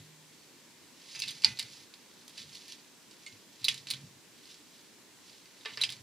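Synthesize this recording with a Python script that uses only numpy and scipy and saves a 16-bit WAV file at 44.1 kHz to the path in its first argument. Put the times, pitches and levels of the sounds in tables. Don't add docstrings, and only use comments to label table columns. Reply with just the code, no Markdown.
import sys
import numpy as np
from scipy import signal
from scipy.fft import rfft, irfft
from scipy.io import wavfile
from scipy.ndimage import uniform_filter1d

SR = 44100
rng = np.random.default_rng(int(sys.argv[2]) if len(sys.argv) > 2 else 0)


def unload_wav(signal):
    wavfile.write(
        sys.argv[1],
        SR,
        np.round(np.clip(np.atleast_2d(signal).T, -1, 1) * 32767).astype(np.int16),
    )


def voltage_ratio(decibels):
    exponent = np.asarray(decibels, float) / 20
    return 10 ** exponent


N = 265482


def evened(x):
    return x / np.sqrt(np.mean(x ** 2) + 1e-20)


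def read(points, hz):
    f, value = np.transpose(points)
    return np.interp(np.log(hz + 1), np.log(f + 1), value)


def add(mix, s, sound):
    part = mix[round(s * SR):][:len(sound)]
    part += sound[:len(part)]


def highpass(x, order, hz):
    return signal.sosfilt(signal.butter(order, hz, "high", fs=SR, output="sos"), x)


def resonate(x, hz, width):
    turn = np.exp(2j * np.pi * np.cumsum(hz * np.ones(len(x))) / SR)
    r = np.exp(-np.pi * width / SR)
    smooth = signal.lfilter([1 - r], [1, -r], x / turn + 1e-18)
    return 2 * (turn * smooth).real


def hump(t, s, swell, fade):
    return -10 * np.where(t < s, (s - t) / max(swell, .004), (t - s) / max(fade, .004))


# (frequency [Hz], density [dB per Hz])
YARD = [(15, -66), (25, -47), (146, -7.5), (245, -4.5), (273, -2), (349, -5.5), (410, -7.5), (726, -16),
        (979, -12), (1250, -16), (1510, -14.5), (1730, -13.5), (7920, -15), (15200, -23.5), (16500, -58)]
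# (frequency [Hz], correlation [-1 to 1])
SAME = [(60, 0.78), (180, 0.5), (550, 0.7), (1650, 0.71), (4970, 0.27), (15000, 0.15)]
# (frequency [Hz], left-right level [dB])
LEAN = [(60, 0.42), (240, -0.61), (950, 0.27), (3770, -0.14), (15000, -0.66)]
YARD_DB = -58


def yard():
    frames, hz = N // 256 + 5, np.fft.rfftfreq(1024, 1 / SR)
    a, b, c, d, patches = rng.standard_normal((frames, 513, 5)).T
    patches = evened(uniform_filter1d(uniform_filter1d(patches, 12, 0), 14, 1))
    same = np.clip(read(SAME, hz), -1, 1)[:, None]
    left = a + 1j * b
    right = same * left + np.sqrt(1 - same ** 2) * (c + 1j * d)
    z = np.array([left, right])
    z *= voltage_ratio(read(YARD, hz)[:, None] + .6 * patches)
    z *= voltage_ratio(-2.0 * (hz > 8000))[:, None]
    z *= voltage_ratio(np.multiply.outer([.5, -.5], read(LEAN, hz)))[:, :, None]
    wash = signal.istft(z, nperseg=1024, noverlap=768)[1][:, :N]
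    return voltage_ratio(YARD_DB) * evened(wash)


# (frequency [Hz], level [dB])
WHINE = [
    (7800, -86.5),
    (7827, -95),
]


def whine():
    t = np.arange(N) / SR
    return sum(voltage_ratio(db - 9) * np.sin(2 * np.pi * hz * t) for hz, db in WHINE)


HUM = 154.5, -55.5, 1.9


def plate_hum():
    hz, db, t60 = HUM
    t = np.arange(N) / SR
    deeper = voltage_ratio(5.0 - 60 * t / 0.18) * np.sin(2 * np.pi * 110 * t + 1)
    return voltage_ratio(db - 60 * t / t60) * (np.sin(2 * np.pi * hz * t) + deeper)


# (fullest time [s], level [dB], pitch [Hz], swell [s], fade [s])
LURCHES = [(1.19, -63, 133, 0.032, 0.07), (1.275, -57, 149, 0.046, 0.078), (1.483, -44.5, 123, .018, 0.038),
           (1.639, -57, 137, 0.02, 0.087), (2.406, -55, 132.6, 0.0091, 0.043), (2.45, -68, 90, .03, 0.12),
           (2.47, -67, 145, 0.062, 0.11), (3.328, -60, 112.2, 0.015, 0.031),
           (3.629, -58.5, 121.4, .02, 0.058), (3.716, -53.5, 127.3, 0.039, 0.043),
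           (3.8, -63, 135, 0.082, 0.088), (3.93, -56.5, 128, 0.019, 0.11),
           (4.034, -50, 138.3, 0.076, 0.058), (4.262, -61, 171, 0.019, 0.028),
           (5.729, -60.5, 122, 0.013, 0.049), (5.822, -62, 126.7, 0.035, 0.046),
           (5.926, -57, 124, 0.094, 0.017), (5.986, -56, 122.3, 0.02, .036)]
LEAD_S = .3
THUD_DB, THUD_LAG_DB = -22, 11
BOOM_DB = -13


def sway():
    out, t = np.zeros(N), np.arange(3 * SR // 4) / SR
    for s, db, hz, swell, fade in LURCHES:
        rough, heavy = rng.standard_normal((2, len(t)))
        shudder = np.sin(2 * np.pi * hz * t) + 0.82 * evened(resonate(resonate(rough, hz, 60), hz, 62))
        thud = evened(resonate(resonate(heavy, 110, 37), 110, 37))
        thud_db = THUD_DB + THUD_LAG_DB * np.clip((t - LEAD_S) / fade, 0, 2)
        boom = evened(resonate(resonate(heavy, 226, 65), 225, 70))
        lurch = shudder + voltage_ratio(thud_db) * thud + voltage_ratio(BOOM_DB) * boom
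        add(out, s - LEAD_S, voltage_ratio(db + hump(t, LEAD_S, swell, fade)) * lurch)
    return out


SQUEAK = .4, -70, 4500, .07


def seal_squeak(rub):
    s, db, hz, span = SQUEAK
    t = np.arange(N) / SR
    return voltage_ratio(db + hump(t, s, span, span)) * evened(resonate(resonate(rub, hz, 250), hz, 250))


# (frequency [Hz], level [dB])
GRIT = [(590, -37), (1000, -23), (1330, -35), (1860, -1.5), (4460, 7), (6490, 1.5), (8510, -11),
        (10300, -6.5), (15000, -40)]
# (fullest time [s], level [dB], swell [s], fade [s])
RUBS = [(0, -65.5, .05, 0.092), (.45, -66.5, 0.14, .06), (1.14, -50, 0.094, 0.22),
        (1.24, -56, 0.074, 0.037), (1.36, -57.5, 0.14, 0.096), (1.5, -46.5, 0.068, 0.037),
        (1.76, -55, 0.53, 0.085), (1.82, -57, .1, 0.026), (2.23, -65, 0.41, .15),
        (2.4, -48.5, 0.047, 0.049), (2.55, -51.5, 0.063, 0.15), (2.7, -50, 0.036, 0.051),
        (3.12, -60, .03, .04), (3.25, -60, 0.11, 0.15), (3.72, -46.5, 0.086, 0.068),
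        (3.96, -57, 0.091, 0.09), (4.51, -57.5, 0.14, .08), (4.75, -63.5, 0.13, 0.24),
        (5.28, -59.5, 0.055, 0.18), (5.45, -69, .2, .3), (5.71, -60.5, 0.19, 0.11),
        (5.745, -57, 0.018, .03), (5.8, -58, 0.063, .15), (5.93, -54.5, .15, 0.063)]
CREEP_DB = -70.5
SLIPS_PER_S = 2500


def scrape():
    t = np.arange(N) / SR
    power = voltage_ratio(2 * CREEP_DB)
    for s, db, swell, fade in RUBS:
        power = power + voltage_ratio(2 * (db + hump(t, s, swell, fade)))
    clumps_db = 2.0 * evened(uniform_filter1d(rng.standard_normal(N), 300))
    slip_size = voltage_ratio(1.5 * np.minimum(rng.exponential(1, N), 5))
    slips = slip_size * (rng.random(N) < SLIPS_PER_S / SR) * rng.choice([-1, 1], N)
    rub = evened(slips) + 0.76 * rng.standard_normal(N)
    grit = irfft(rfft(rub) * voltage_ratio(read(GRIT, np.fft.rfftfreq(N, 1 / SR))), N)
    return np.sqrt(power) * voltage_ratio(clumps_db) * evened(grit) + seal_squeak(rub)


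# (frequency [Hz], level [dB], t60 [s])
LINK = [(4900, 0, .12), (5150, -12, .1), (6210, -5, .06), (8750, -17, .045), (10400, -24, .05),
        (12400, -28, .04)]
# (time [s], level [dB], brightness [dB per octave])
LINK_BLOWS = [(1.143, -48, -7), (1.151, -38, 2), (1.187, -43, 3), (1.192, -44, 12), (1.2005, -47, -1),
              (1.22, -29, -6), (1.238, -42, -4), (1.283, -45, -6), (1.291, -44, -3), (1.306, -50, 15.5),
              (1.42, -42, -1), (1.436, -43, -6)]
# (frequency [Hz], level [dB], t60 [s])
FRAME = [(863, -12, 0.18), (1462, -19.5, 0.5), (2013, -10.5, 0.61), (2150, -13, .13), (2478, -6, 0.3),
         (3090, -15.5, 0.24), (3569, -13, 0.2), (4210, -3, 0.17), (4398, -3, 0.18), (4550, -8, .17),
         (4748, -8, .15), (5070, -8, 0.17), (5930, -9, .18), (7106, -12, .08)]
# (time [s], level [dB], brightness [dB per octave])
FRAME_BLOWS = [
    (1.446, -31, 1),
]
# (frequency [Hz], level [dB], t60 [s])
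SOCKET = [(1895, -18, 0.14), (2210, -6, .06), (2482, -4, 0.061), (2730, -19, .04), (3370, -2.5, 0.11),
          (3490, -6, .075), (3887, -8.5, .12), (4400, -14, .12), (4893, -10, 0.1), (5760, -16, 0.065),
          (6540, -16, 0.066), (8670, -24, 0.043)]
# (time [s], level [dB], brightness [dB per octave])
SOCKET_BLOWS = [
    (3.684, -21, 3.5),
    (3.6956, -38, -4),
]
# (frequency [Hz], level [dB], t60 [s])
PIN = [(3741, -6, .06), (4043, 0, .05), (4517, -5, .06), (5098, -14, .07), (6083, -24, .06),
       (6444, -19, .05), (7100, -25, .07), (10300, -31, .04), (12760, -28, .05)]
# (time [s], level [dB], brightness [dB per octave])
PIN_BLOWS = [
    (3.643, -23.5, 2),
    (3.6504, -27.5, 6),
    (3.743, -48, 12),
    (3.9084, -30.5, 3),
    (3.911, -41, 1),
    (3.9355, -45, -9),
    (5.8214, -24, 2),
    (5.903, -53, 16),
]
# (frequency [Hz], level [dB], t60 [s])
LUG = [(2640, -2, .13), (2775, -4, .1), (4037, -6, .06)]
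# (time [s], level [dB], brightness [dB per octave])
LUG_BLOWS = [
    (1.15, -48, 0),
    (1.162, -41, 0),
    (1.201, -47, 0),
    (1.22, -33, -3),
    (1.232, -34, -12),
    (1.244, -36.5, -10),
    (1.256, -47, 0),
    (1.42, -47, 0),
]
# (frequency [Hz], level [dB], t60 [s])
CATCH = [(2143, -2, .24), (2552, -8, .11), (2907, -1, .08), (4400, -3, .05), (6632, -7, .14),
         (7337, -10, .1), (8522, -7, .06)]
# (time [s], level [dB], brightness [dB per octave])
CATCH_BLOWS = [
    (1.597, -48.5, -1),
    (3.2635, -42.5, 0.36),
]
# (frequency [Hz], level [dB], t60 [s])
PLATE = [(437, -7.5, 0.061), (1165, -14, 0.13), (1760, -4, 0.1), (2470, -11, .078), (2900, -4, 0.082),
         (3780, -8, .08), (3860, -7, 0.097), (5040, -11, 0.073)]
# (time [s], level [dB], brightness [dB per octave])
PLATE_BLOWS = [
    (5.657, -32.5, -0.55),
    (5.774, -43, -0.77),
]
# (frequency [Hz], level [dB], t60 [s])
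HOOK = [(2202, -13, .05), (2420, -8, .045), (2650, -6, .035), (3257, -16, .09), (3391, -9, .07),
        (3752, -5, .035), (3951, -7, .06), (4893, 0, .022), (4950, -14, .13), (6300, -18, .035),
        (9200, -24, .03)]
# (time [s], level [dB], brightness [dB per octave])
HOOK_BLOWS = [
    (5.8363, -19.5, 2),
    (5.85, -35, -9),
    (5.892, -45, -3),
]
# (frequency [Hz], level [dB], t60 [s])
SLEEVE = [(4010, 4, .02), (4400, -14, .06), (7009, -17, .02), (10060, -15, .03)]
# (time [s], level [dB], brightness [dB per octave])
SLEEVE_BLOWS = [
    (5.8138, -23, 0),
    (5.8153, -20, -4),
]


def rings():
    parts = [(LINK, LINK_BLOWS), (FRAME, FRAME_BLOWS), (SOCKET, SOCKET_BLOWS), (PIN, PIN_BLOWS),
             (LUG, LUG_BLOWS), (CATCH, CATCH_BLOWS), (PLATE, PLATE_BLOWS), (HOOK, HOOK_BLOWS),
             (SLEEVE, SLEEVE_BLOWS)]
    return [(s, hz, blow_db + db + bright * np.log2(hz / 3000), t60)
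            for modes, blows in parts for s, blow_db, bright in blows for hz, db, t60 in modes]


def ring(hz, db, t60):
    t = np.arange(SR // 3) / SR
    off, phase = rng.uniform(-1.12, 1, (2, 3, 1))
    neighbours = .45 * np.sin(2 * np.pi * (hz * (1 + .015 * off) * t + phase)).sum(0)
    tone = np.sin(2 * np.pi * hz * t) + neighbours * voltage_ratio(-60 * t / .2)
    decay = voltage_ratio(db - 3.5 - 60 * t / np.clip(t60, .02, 1100 / hz))
    return decay * tone * np.minimum(t / .0015, 1)


# (time [s], peak level [dB], loudest ring [Hz], treble [dB], rattle [dB])
CLACKS = [(1.1916, -37, 3920, -10, -6), (1.201, -30, 6200, -3.5, -4), (1.22, -21.5, 4100, -23, -8),
          (1.2371, -25.5, 3810, -14, -14), (1.2825, -25.5, 4430, -14, -8), (1.2892, -28.5, 3750, -25, -7),
          (1.295, -31.5, 3480, -25, -7), (1.307, -39.5, 3420, -12, 1), (1.446, -1.5, 4540, -27, -20),
          (1.5892, -26.5, 4700, -16, -5), (1.593, -32, 4400, -15, -10), (1.5947, -19, 4000, -10, -10),
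          (1.596, -31, 4100, -15, -14), (1.6266, -29, 4460, -20, -9.5), (2.7222, -33, 5700, -13, -6),
          (3.6437, -19, 4220, -2, -13.5), (3.6498, -18.5, 4440, -8, -17), (3.6831, -12, 2890, -30, -9.5),
          (3.6856, -18.5, 3480, -6, -10), (3.7432, -32.5, 7100, -12, -9), (3.9017, -33, 4400, -8, -8),
          (3.9032, -22, 4400, -1.5, -12.5), (3.9114, -20, 4640, -2.5, -14.5),
          (3.9368, -25, 3600, -31, -10.5), (5.8136, -21, 4030, -4.5, -9), (5.8362, -15, 2880, -30, -10.5),
          (5.8385, -20.5, 4000, -24, -10), (5.8918, -26, 3400, -23, -12), (5.9024, -31.5, 3580, -7, -5.5),
          (5.9226, -27, 4300, -15, -9)]
CLANK_DB, CLANK_PER_DB, CLANK_DB_PER_OCTAVE = -26.5, -0.31, -5.5
# (time [s], peak level [dB], loudest ring [Hz], low clank [dB], rattle [dB])
THUMPS = [(1.1497, -36, 2530, -7.5, -7), (1.16, -35, 3860, -9, -11), (1.245, -42, 2620, -20, -14),
          (1.437, -37, 4770, 1.5, 2), (1.573, -33, 4200, -24, -16), (2.379, -35.5, 4240, -14, -3.5),
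          (3.263, -35, 4420, -15, -5), (3.6296, -44, 3800, -10, -5), (3.8702, -33, 3760, -14, -5),
          (5.457, -46.5, 4700, -9, -22), (5.61, -46.5, 4030, -9, -14), (5.6508, -42, 2850, 3.5, -19),
          (5.657, -29.5, 4650, -3, -13), (5.7736, -25.5, 4900, -8.5, -14), (5.807, -32, 3320, -7, -12),
          (5.8215, -26, 4140, -16, -8), (3.6956, -27, 2700, -28, -23)]
THUMP_TREBLE_DB = -42.5
# (time [s], peak level [dB], loudest ring [Hz], treble [dB])
TICKS = [(1.259, -33, 2840, -20), (1.2743, -38, 3000, -28), (1.2787, -28, 3900, -28),
         (1.4203, -35, 4700, -12), (1.939, -39, 3860, -23), (2.2797, -40, 6200, -4),
         (2.2948, -44, 2960, -5), (2.418, -35.5, 4650, -16), (2.5498, -37, 4200, -11),
         (2.681, -40, 5060, -6), (3.111, -45.5, 4830, -11), (3.778, -35, 3970, -10),
         (3.8767, -40, 3780, -25), (3.8863, -32, 4440, -30), (3.896, -39, 3900, -25),
         (3.908, -23, 3900, -6), (4.456, -44, 4700, -14), (4.4934, -48, 3440, -19),
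         (4.513, -42.5, 5160, -9), (4.543, -39.5, 4840, -16), (5.296, -43.5, 4800, -21),
         (5.3306, -46, 4330, -21), (5.7356, -38, 3020, -34), (5.739, -39, 3840, -30),
         (5.706, -47, 4700, -30), (5.676, -48, 3800, -27)]
TICK_CLANK_DB, TICK_RATTLE_DB = -39, -7.5


def knocks():
    rows = []
    for s, db, hz, treble, rattle in CLACKS:
        clank = CLANK_DB + CLANK_PER_DB * (db + 16) + CLANK_DB_PER_OCTAVE * np.log2(hz / 3800)
        rows.append((s, db, hz, treble, clank, rattle))
    for s, db, hz, clank, rattle in THUMPS:
        rows.append((s, db, hz, THUMP_TREBLE_DB, clank, rattle))
    for tick in TICKS:
        rows.append((*tick, TICK_CLANK_DB, TICK_RATTLE_DB))
    return sorted(rows)


# (frequency [Hz], level [dB])
STEEL = [(180, -55), (300, -21), (701, -32.5), (870, -21.5), (1300, -22.5), (2480, -6), (3030, -4),
         (3460, -3), (4830, 4), (5430, -0.5), (10200, 5.5), (16000, -3)]
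SNAP_DB, SNAP_T60 = 2.5, 0.018
CHATTER_DB = 2.5


def knock(peak_db, ring_hz, treble_db, clank_db, rattle_db):
    noise = rng.standard_normal(4096)
    rattle_db = max(rattle_db, -26)
    t, hz = np.arange(len(noise)) / SR, np.fft.rfftfreq(len(noise), 1 / SR)
    crack = np.exp(-(t / .0012) ** 2) * np.sin(2 * np.pi * ring_hz * t)
    out = voltage_ratio(-.6 * max(rattle_db + 12, 0)) * crack
    ring_peak_db = 2.6 * np.exp(-(np.log((hz + 1) / ring_hz) / 0.12) ** 2)
    colour = voltage_ratio(read(STEEL, hz) + ring_peak_db)
    bounces = uniform_filter1d(uniform_filter1d(noise[::-1], size=90), size=90)
    chatter = voltage_ratio(CHATTER_DB * evened(bounces))
    snap = voltage_ratio(SNAP_DB - 60 * t / SNAP_T60)
    bands = [(380, 2100, clank_db - 11, 0.36),
             (2000, 4700, rattle_db - 9.0, 0.098),
             (8300, 11000, treble_db + rattle_db - 16, 0.046)]
    for lo_hz, hi_hz, db, t60 in bands:
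        edges = 1 / np.sqrt((1 + (lo_hz / (hz + 1)) ** 12) * (1 + (hz / hi_hz) ** 8))
        band = evened(irfft(rfft(noise) * colour * edges, len(noise)))
        out += voltage_ratio(db) * (voltage_ratio(-60 * t / t60) * chatter + snap) * band
    out += voltage_ratio(treble_db - 8 - 60 * t / 0.0067) * band
    out += voltage_ratio(-6.5) * np.exp(-(t / 0.00035) ** 2) * np.sin(2 * np.pi * 1.38 * ring_hz * t)
    return voltage_ratio(peak_db) * out * np.minimum(t / .0002, 1)


def lever():
    out = np.zeros(N)
    for s, *row in knocks():
        add(out, s, knock(*row))
    for s, *mode in rings():
        add(out, s, ring(*mode))
    return highpass(out, 2, 350)


# (delay [s], level [dB])
ECHOES = [
    (.0028, -10.5),
    (.0056, -20),
    (0.0116, -16.5),
]
# (frequency [Hz], t60 [s])
TAIL = [(500, 0.23), (1500, 0.063), (4000, 0.084), (10000, 0.13)]


def walls(x, tail_db=-11):
    taps = np.zeros((2, SR // 2))
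    at = np.arange(300, SR // 2 - 20, 20) + rng.integers(0, 20, (2, (SR // 2 - 301) // 20))
    np.put_along_axis(taps, at, rng.choice([-1., 1.], at.shape), 1)
    hz, t, z = signal.stft(taps, SR, nperseg=256)
    tail = signal.istft(z * voltage_ratio(-60 * t / read(TAIL, hz)[:, None]), SR, nperseg=256)[1]
    tail *= voltage_ratio(tail_db) / np.linalg.norm(tail[0])
    for s, db in ECHOES:
        smear = evened(rng.standard_normal(60)) / np.sqrt(60)
        tail[:, round(s * SR):][:, :60] += voltage_ratio(db) * smear
    return signal.fftconvolve(x[None], tail, axes=1)[:, :N]


# (frequency [Hz], left-right level [dB])
PORTS = [(60, -6), (150, 1), (380, 0), (950, -0.5), (2380, -2.5), (5980, -3.5), (15000, -1)]


def ports(x):
    hz = np.fft.rfftfreq(N, 1 / SR)
    wander = np.interp(hz, np.linspace(0, SR / 2, 30), rng.standard_normal(30))
    turn = wander * 0.83 * hz ** 4 / (hz ** 4 + 6700.0 ** 4)
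    gain = voltage_ratio(np.outer([.5, -.5], read(PORTS, hz))) * np.exp(1j * np.outer([1, -1], turn))
    return irfft(rfft(x) * gain, N)


def scene():
    background = yard() + whine()
    low = highpass(sway() + plate_hum(), 4, 75)
    press = scrape() + lever()
    return ports(press + walls(press)) + low * voltage_ratio(np.array([[-.4], [.4]])) + background


def roll_off(x):
    return signal.sosfilt(signal.butter(12, 16670, fs=SR, output="sos"), x)


def record(dry):
    ceiling = .9
    clipped = np.clip(dry, -ceiling, ceiling)
    edge = signal.firwin(255, 16300, window=("kaiser", 8), fs=SR)[None]
    mix = signal.oaconvolve(clipped, edge, "same")
    return roll_off(mix)


dry = scene()
out = record(dry)
unload_wav(out)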